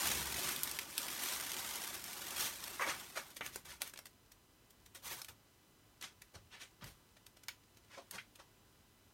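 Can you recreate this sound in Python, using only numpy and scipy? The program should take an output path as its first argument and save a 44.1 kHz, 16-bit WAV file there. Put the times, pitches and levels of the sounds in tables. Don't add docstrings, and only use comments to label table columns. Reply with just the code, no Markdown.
import sys
import numpy as np
from scipy import signal
from scipy.fft import rfft, irfft
from scipy.io import wavfile
from scipy.ndimage import uniform_filter1d

SR = 44100
rng = np.random.default_rng(int(sys.argv[2]) if len(sys.argv) > 2 else 0)


def generate_wav(signal):
    frames = np.transpose(np.atleast_2d(signal))
    scaled = np.clip(frames, -1, 1) * 32767
    pcm = np.round(scaled).astype(np.int16)
    wavfile.write(sys.argv[1], SR, pcm)


N = 402633
T = np.arange(N) / SR

# t/s, level/dB
PULL_EFFORT = [(0.0, -38), (0.08, -38), (0.26, -43), (0.49, -40.5), (0.6, -46.5), (0.66, -43.5),
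               (0.79, -51), (0.96, -53), (0.98, -46), (1.34, -42), (1.35, -44), (1.94, -47), (2.03, -54.5),
               (2.06, -48), (2.23, -49), (2.38, -44.5), (2.56, -52.0), (2.6, -50), (2.76, -51), (2.8, -55),
               (3.02, -49.5), (3.08, -59.5), (3.13, -56.2), (3.36, -61.5)]
# t/s, level/dB
HAND_SHAKE = [(0.0, -73), (0.06, -50), (0.93, -68), (2.37, -69), (2.42, -59), (2.6, -72), (2.95, -66),
              (3.37, -81), (3.4, -65), (4.2, -81)]
# t/s, level/dB (loudest 5 ms, before the box), tilt/(dB per octave)
LARGE_SNAPS = [ (0.563, -37.5, 3), (0.634, -30, 4.5), (.7138, -38, 3), (.789, -34.5, .5), (.98, -30, 1.5),
               (1.084, -39.5, -0.5), (1.236, -36, 3), (1.5182, -37.5, -1), (1.8763, -45, 5),
               (2.0414, -41.5, 1.5), (2.6406, -41.5, 0), (2.68, -43, .5), (3.368, -45, -0.5),
               (3.4097, -42.5, -5.5), (3.4637, -40, -0.5), (3.5597, -38.5, -2.5), (3.819, -32, 0),
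               (3.8765, -46, 3.5), (3.897, -52, 1), (3.9382, -48, -1.5), (3.96, -53, -4),
               (3.9758, -48.5, 0), (3.9905, -46, -1.5), (4.0577, -48.5, .5), (4.068, -53.5, -1.5),
               (4.3202, -55, 1), (4.707, -59.5, 4), (4.8625, -55.5, 1), (4.95, -52, 1), (5.218, -43, 0),
               (5.247, -46, 1.5), (5.286, -50, -1.5), (6.0135, -49, -1), (6.0256, -46, -1),
               (6.2205, -51, -1.5), (6.843, -48.5, -1), (7.17, -59.5, -4.5), (7.2666, -52.5, 1),
               (7.371, -58.5, -3), (7.437, -55, -0.5), (7.4848, -38.5, 0), (7.772, -58.5, -2),
               (8.1115, -42.5, 2.5), (8.358, -55, -0.5)]
# peak t/s, rise/s, panel level/dB, panel f/Hz, foil level/dB, foil top f/Hz
WALL_SCUFFS = [ (2.408, 0.024, -53, 1290, -34.5, 16000), (2.462, 0.045, -53, 1290, -40, 15000),
               (2.796, 0.0038, -36, 1170, -55, 9000), (2.824, 0.026, -35, 1610, -44, 12000),
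               (2.875, .04, -42, 583, -64, 8000), (2.897, 0.04, -39, 1470, -39.5, 9400),
               (3.173, 0.024, -41.5, 1320, -42.5, 10700), (3.366, .007, -65, 1190, -49, 13000),
               (3.411, 0.0032, -41, 1820, -68, 12000), (3.461, 0.052, -56, 1530, -50, 15000),
               (3.553, 0.035, -69, 1500, -51.5, 14000), (3.655, 0.009, -56.5, 1470, -53, 14000),
               (3.712, 0.054, -58.5, 1320, -51.5, 11900), (3.82, .019, -53.5, 800, -47.5, 11000),
               (3.868, 0.022, -58, 1500, -54, 13000), (4.957, .012, -59.5, 1110, -51, 14000),
               (5.075, 0.058, -55, 1140, -45.5, 16700), (5.127, 0.039, -55, 1150, -46.5, 17000),
               (5.19, 0.038, -61, 990, -55, 16000), (5.291, 0.0092, -57.5, 900, -52.5, 16000),
               (6.041, 0.031, -52.5, 1910, -46.5, 7300), (6.353, 0.019, -57.5, 790, -57, 8100),
               (6.547, 0.047, -57, 2170, -56.5, 5240), (6.622, 0.032, -55, 2580, -53, 8500),
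               (6.827, 0.022, -56, 1220, -56, 4200), (6.876, 0.05, -66, 990, -56, 14000),
               (7.485, 0.002, -44.5, 2510, -51, 12000), (7.945, 0.059, -59.5, 1500, -58.5, 6460),
               (7.983, 0.019, -51.5, 780, -58.5, 6460), (8.152, 0.044, -53.5, 980, -51, 9500),
               (8.184, 0.0076, -43.5, 2210, -64, 7000), (8.4, .016, -59, 1010, -58.5, 6100)]
# t/s, level/dB, f/Hz
SOFT_BUMPS = [(3.416, -64, 225), (3.82, -67, 282), (5.09, -66, 109), (5.281, -66, 98), (6.348, -59, 86),
              (6.821, -56.5, 135), (6.834, -60, 52), (7.975, -75, 249), (8.13, -64.5, 160)]
# f/Hz, width/Hz, relative level/dB
PANEL_MODES = [(362, 55, -4), (549, 22, 1), (950, 50, -5), (1169, 40, -6), (1480, 70, -6), (1730, 50, -7),
               (1895, 32, -5), (2057, 34, -5), (2274, 38, -3), (3340, 40, -10)]
# f/Hz, width/Hz, relative level/dB
BOX_MODES = [(53.6, 12, -15), (70, 6.6, 5.5), (102, 15, -17), (135.4, 35, -4), (183, 110, -12),
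             (350, 45, -13)]
# f/Hz, relative level/dB
FOIL_SPECTRUM = [(100, -16), (400, -9), (900, -7), (1450, -2.5), (3400, 0.5), (4850, -2), (5700, 0),
                 (7700, -3.5), (8800, -0.5), (10300, -6), (11800, -1.5), (16000, -10)]
# f/Hz, relative level/dB
FACE_SPECTRUM = [(90, -25.5), (200, 2), (370, 2.5), (470, -6), (750, 2.5), (1200, 3.5), (2200, -4.5),
                 (5000, -26)]
# f/Hz, relative level/dB
GRAZE_SPECTRUM = [(100, -8.5), (400, -8.5), (1200, -5), (3400, 0.5), (4850, -2), (6300, 0), (7700, -5.5),
                  (9000, -0.5), (10300, -6), (12000, -1.5), (16000, -5.5)]
# f/Hz, relative level/dB
AIR_SPECTRUM = [(15, -41), (25, -4), (102, -7.5), (185, -10.5), (384, -12), (489, -17.5), (988, -19),
                (1480, -20), (2050, -25.5), (2690, -22), (2990, -24), (4250, -25.5), (5880, -27),
                (16000, -30.5)]
# harmonic number, rms level/dB
WHINE_HARMONICS = [(1, -88.5), (3, -87), (6, -90), (10, -99), (15, -91)]

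AIR_DB, FAN_DB = -68, -80
FAN_HZ, WHINE_HZ = 101.5, 1002.2
TOP_HZ = 16200
PULL_DB, RELEASE_S = 0.64, 0.039
FACES_DB, FIRM_PULL_DB, FACES_SLOPE = -11, -42, 0.26
GIVE_DB, GIVE_SCATTER_DB, GIVE_DECAY_S, GIVE_TILT_DB = 0.5, 1.5, 0.0018, 3.5
SNAP_DECAY_S, SNAP_REF_DB, SNAP_HALVING_DB = 0.0017, -46.5, 10
SCUFF_DECAY_S, SCUFF_DECAY_SHARE = 0.011, 0.42
HANDLING_FADE_S, BUMP_DECAY_S = 0.5, 0.055


def undb(db):
    return 10 ** (np.asarray(db) / 20)


def unit(x):
    return x / np.sqrt(np.mean(x ** 2))


def add(out, s, x):
    i = max(int(s * SR), 0)
    out[i:i + len(x)] += x[:max(N - i, 0)]


def butter(x, order, hz, kind):
    return signal.sosfilt(signal.butter(order, hz, kind, fs=SR, output="sos"), x)


def colour(x, points, size=4096):
    hz, db = np.transpose(points)
    f = np.maximum(np.fft.rfftfreq(size, 1 / SR), 1)
    shape_db = np.interp(np.log(f), np.log(hz), db)
    cepstrum = irfft(np.log(undb(shape_db)))
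    cepstrum[1:size // 2] *= 2
    cepstrum[size // 2 + 1:] = 0
    response = irfft(np.exp(rfft(cepstrum)))
    return signal.fftconvolve(x, response / np.linalg.norm(response))[:len(x)]


def band(x, hz, width_hz):
    b, a = signal.iirpeak(hz, hz / min(width_hz, SR / 4), fs=SR)
    return signal.lfilter(b, a, x)


def ring(x, modes):
    return sum(undb(db) * band(x, hz, width) for hz, width, db in modes)


def walk(rate):
    k = int(SR / rate)
    steps = np.repeat(rng.standard_normal(N // k + 1), k)
    return unit(uniform_filter1d(steps, k)[:N])


def buckles(rate, spread_db, clump_db, clump_rate):
    hit = rng.random(N) < rate / SR
    size = undb(spread_db * np.minimum(rng.exponential(size=N), 5))
    sign = rng.choice([-1, 1], N)
    return unit(hit * size * sign * undb(clump_db * walk(clump_rate)))


def enclosure(x, early_db=-3, early_s=0.0053, late_db=-7, late_s=0.028, panel_db=-3, size=512):
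    t = T[:7 * size]
    onset = 1 - np.exp(-t / 0.00033)
    early = undb(early_db) * unit(np.exp(-t / early_s) * onset)
    late = undb(late_db) * unit(np.exp(-t / late_s) * onset)
    pieces = np.pad(x, (0, -N % size)).reshape(-1, size)
    echoes = np.hypot(early, late) * rng.standard_normal((len(pieces), len(t))) / np.sqrt(len(t))
    echoes[:, 0] = 1
    echoes /= np.linalg.norm(echoes, axis=1, keepdims=True)
    out = np.zeros(N)
    for k, piece in enumerate(signal.fftconvolve(pieces, echoes, axes=1)):
        add(out, (k * size + .5) / SR, piece)
    return out + undb(panel_db) * ring(out, PANEL_MODES)


def room_air():
    return colour(rng.standard_normal(N), AIR_SPECTRUM) * undb(AIR_DB + 0.31 * walk(3.5))


def fan():
    cycles = np.cumsum(FAN_HZ + 1.2 * walk(3)) / SR
    return unit(np.sin(2 * np.pi * cycles)) * undb(FAN_DB + 2 * walk(4))


def whine():
    orders = np.arange(1, 16)
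    gains = undb(np.interp(orders, *np.transpose(WHINE_HARMONICS)))
    return sum(g * np.sqrt(2) * np.sin(2 * np.pi * (k * WHINE_HZ * T + rng.random()))
               for k, g in zip(orders, gains))


def settling(level_db=-86):
    ticks = buckles(rate=12, spread_db=2, clump_db=1.5, clump_rate=3)
    return undb(level_db) * unit(band(colour(ticks, GRAZE_SPECTRUM), 2500, 7000))


def shaking():
    s, level_db = np.transpose(HAND_SHAKE)
    soft = butter(rng.standard_normal(N), 2, [40, 450], "band")
    fade = np.clip((s[-1] - T) / HANDLING_FADE_S, 0, 1)
    return undb(np.interp(T, s, level_db)) * fade * unit(ring(soft, BOX_MODES))


def bumps(width=0.55):
    out, t = np.zeros(N), T[:SR // 2]
    envelope = (1 - np.exp(-t / 0.0022)) * np.exp(-t / BUMP_DECAY_S)
    for s, level_db, hz in SOFT_BUMPS:
        push = rng.standard_normal(len(t))
        thud = band(band(push, hz, width * hz), hz, 2 * width * hz) * envelope
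        add(out, s, thud * undb(level_db) / np.std(thud[:int(BUMP_DECAY_S * SR)]))
    return out


def scuffs(width=0.93, top_ratio=1.82, low_ratio=0.24):
    out = np.zeros(N)
    slips = buckles(rate=8000, spread_db=1.8, clump_db=1.2, clump_rate=250)
    panel = slips + ring(slips, PANEL_MODES)
    creases = buckles(rate=11000, spread_db=2.7, clump_db=1.2, clump_rate=300)
    foil = colour(creases, GRAZE_SPECTRUM)
    for s, rise, panel_db, hz, foil_db, top_hz in WALL_SCUFFS:
        decay = SCUFF_DECAY_S + SCUFF_DECAY_SHARE * rise
        span = slice(int((s - rise) * SR), int((s + 7 * decay) * SR))
        t = T[span] - s
        pressure = np.clip(1 + t / rise, 0, 1) * np.exp(-np.maximum(t, 0) / decay)
        resonated = band(panel[span], hz, width * hz)
        wall = unit(butter(resonated, 4, [low_ratio * hz, top_ratio * hz], "band"))
        hiss = unit(butter(foil[span], 2, min(top_hz, .45 * SR), "low"))
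        out[span] += pressure * (undb(panel_db) * wall + undb(foil_db) * hiss)
    return out


def effort(s):
    return np.interp(s, *np.transpose(PULL_EFFORT))


def giving_creases(count=26):
    moments = PULL_EFFORT[-1][0] * rng.random(count)
    levels = effort(moments) + GIVE_DB + GIVE_SCATTER_DB * rng.standard_normal(count)
    return [(s, level_db, GIVE_DECAY_S, GIVE_TILT_DB) for s, level_db in zip(moments, levels)]


def large_creases():
    return [(s, level_db, SNAP_DECAY_S * 2 ** ((SNAP_REF_DB - level_db) / SNAP_HALVING_DB), tilt_db)
            for s, level_db, tilt_db in LARGE_SNAPS]


def snaps(flat_hz=4000, run_up=0.83, lead_s=.012, flip=6.1, edge_hz=320, edge_octaves=0.75):
    out, t = np.zeros(N), T[:SR // 10] - lead_s
    hz, db = np.transpose(FOIL_SPECTRUM)
    for s, level_db, decay, tilt_db in large_creases() + giving_creases():
        envelope = np.exp(np.minimum(t / (run_up * decay), -t / decay))
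        run = rng.standard_normal(len(t)) * envelope
        run[np.searchsorted(t, 0)] += flip
        tilted_db = db + tilt_db * np.log2(hz / flat_hz)
        low_edge_hz = min(edge_hz * 2 ** (edge_octaves * tilt_db), flat_hz)
        snap = butter(colour(run, np.transpose([hz, tilted_db])), 2, low_edge_hz, "high")
        loudest = np.sqrt(uniform_filter1d(snap ** 2, SR // 200).max())
        add(out, s - lead_s, snap * undb(level_db) / loudest)
    return out


def pull():
    level_db = effort(T)
    rest = np.clip((PULL_EFFORT[-1][0] - T) / RELEASE_S, 0, 1)
    flutter = undb(0.51 * walk(55))
    clicks = buckles(rate=12000, spread_db=3.5, clump_db=2.5, clump_rate=320)
    creases = colour(clicks, FOIL_SPECTRUM)
    rustle = buckles(rate=8000, spread_db=1.9, clump_db=0, clump_rate=110)
    faces = colour(rustle, FACE_SPECTRUM)
    faces_gain = undb(FACES_DB + FACES_SLOPE * (FIRM_PULL_DB - level_db))
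    return undb(PULL_DB + level_db) * rest * flutter * (creases + faces_gain * faces)


def scene():
    background = room_air() + fan() + whine()
    handling = shaking() + bumps()
    foil = settling() + scuffs() + snaps() + pull()
    return (background + handling + enclosure(foil))[None]


def record(dry):
    dry = butter(dry, 4, 36, "high")
    return signal.sosfilt(signal.ellip(10, .2, 70, TOP_HZ, fs=SR, output="sos"), dry)


dry = scene()
out = record(dry)
generate_wav(out)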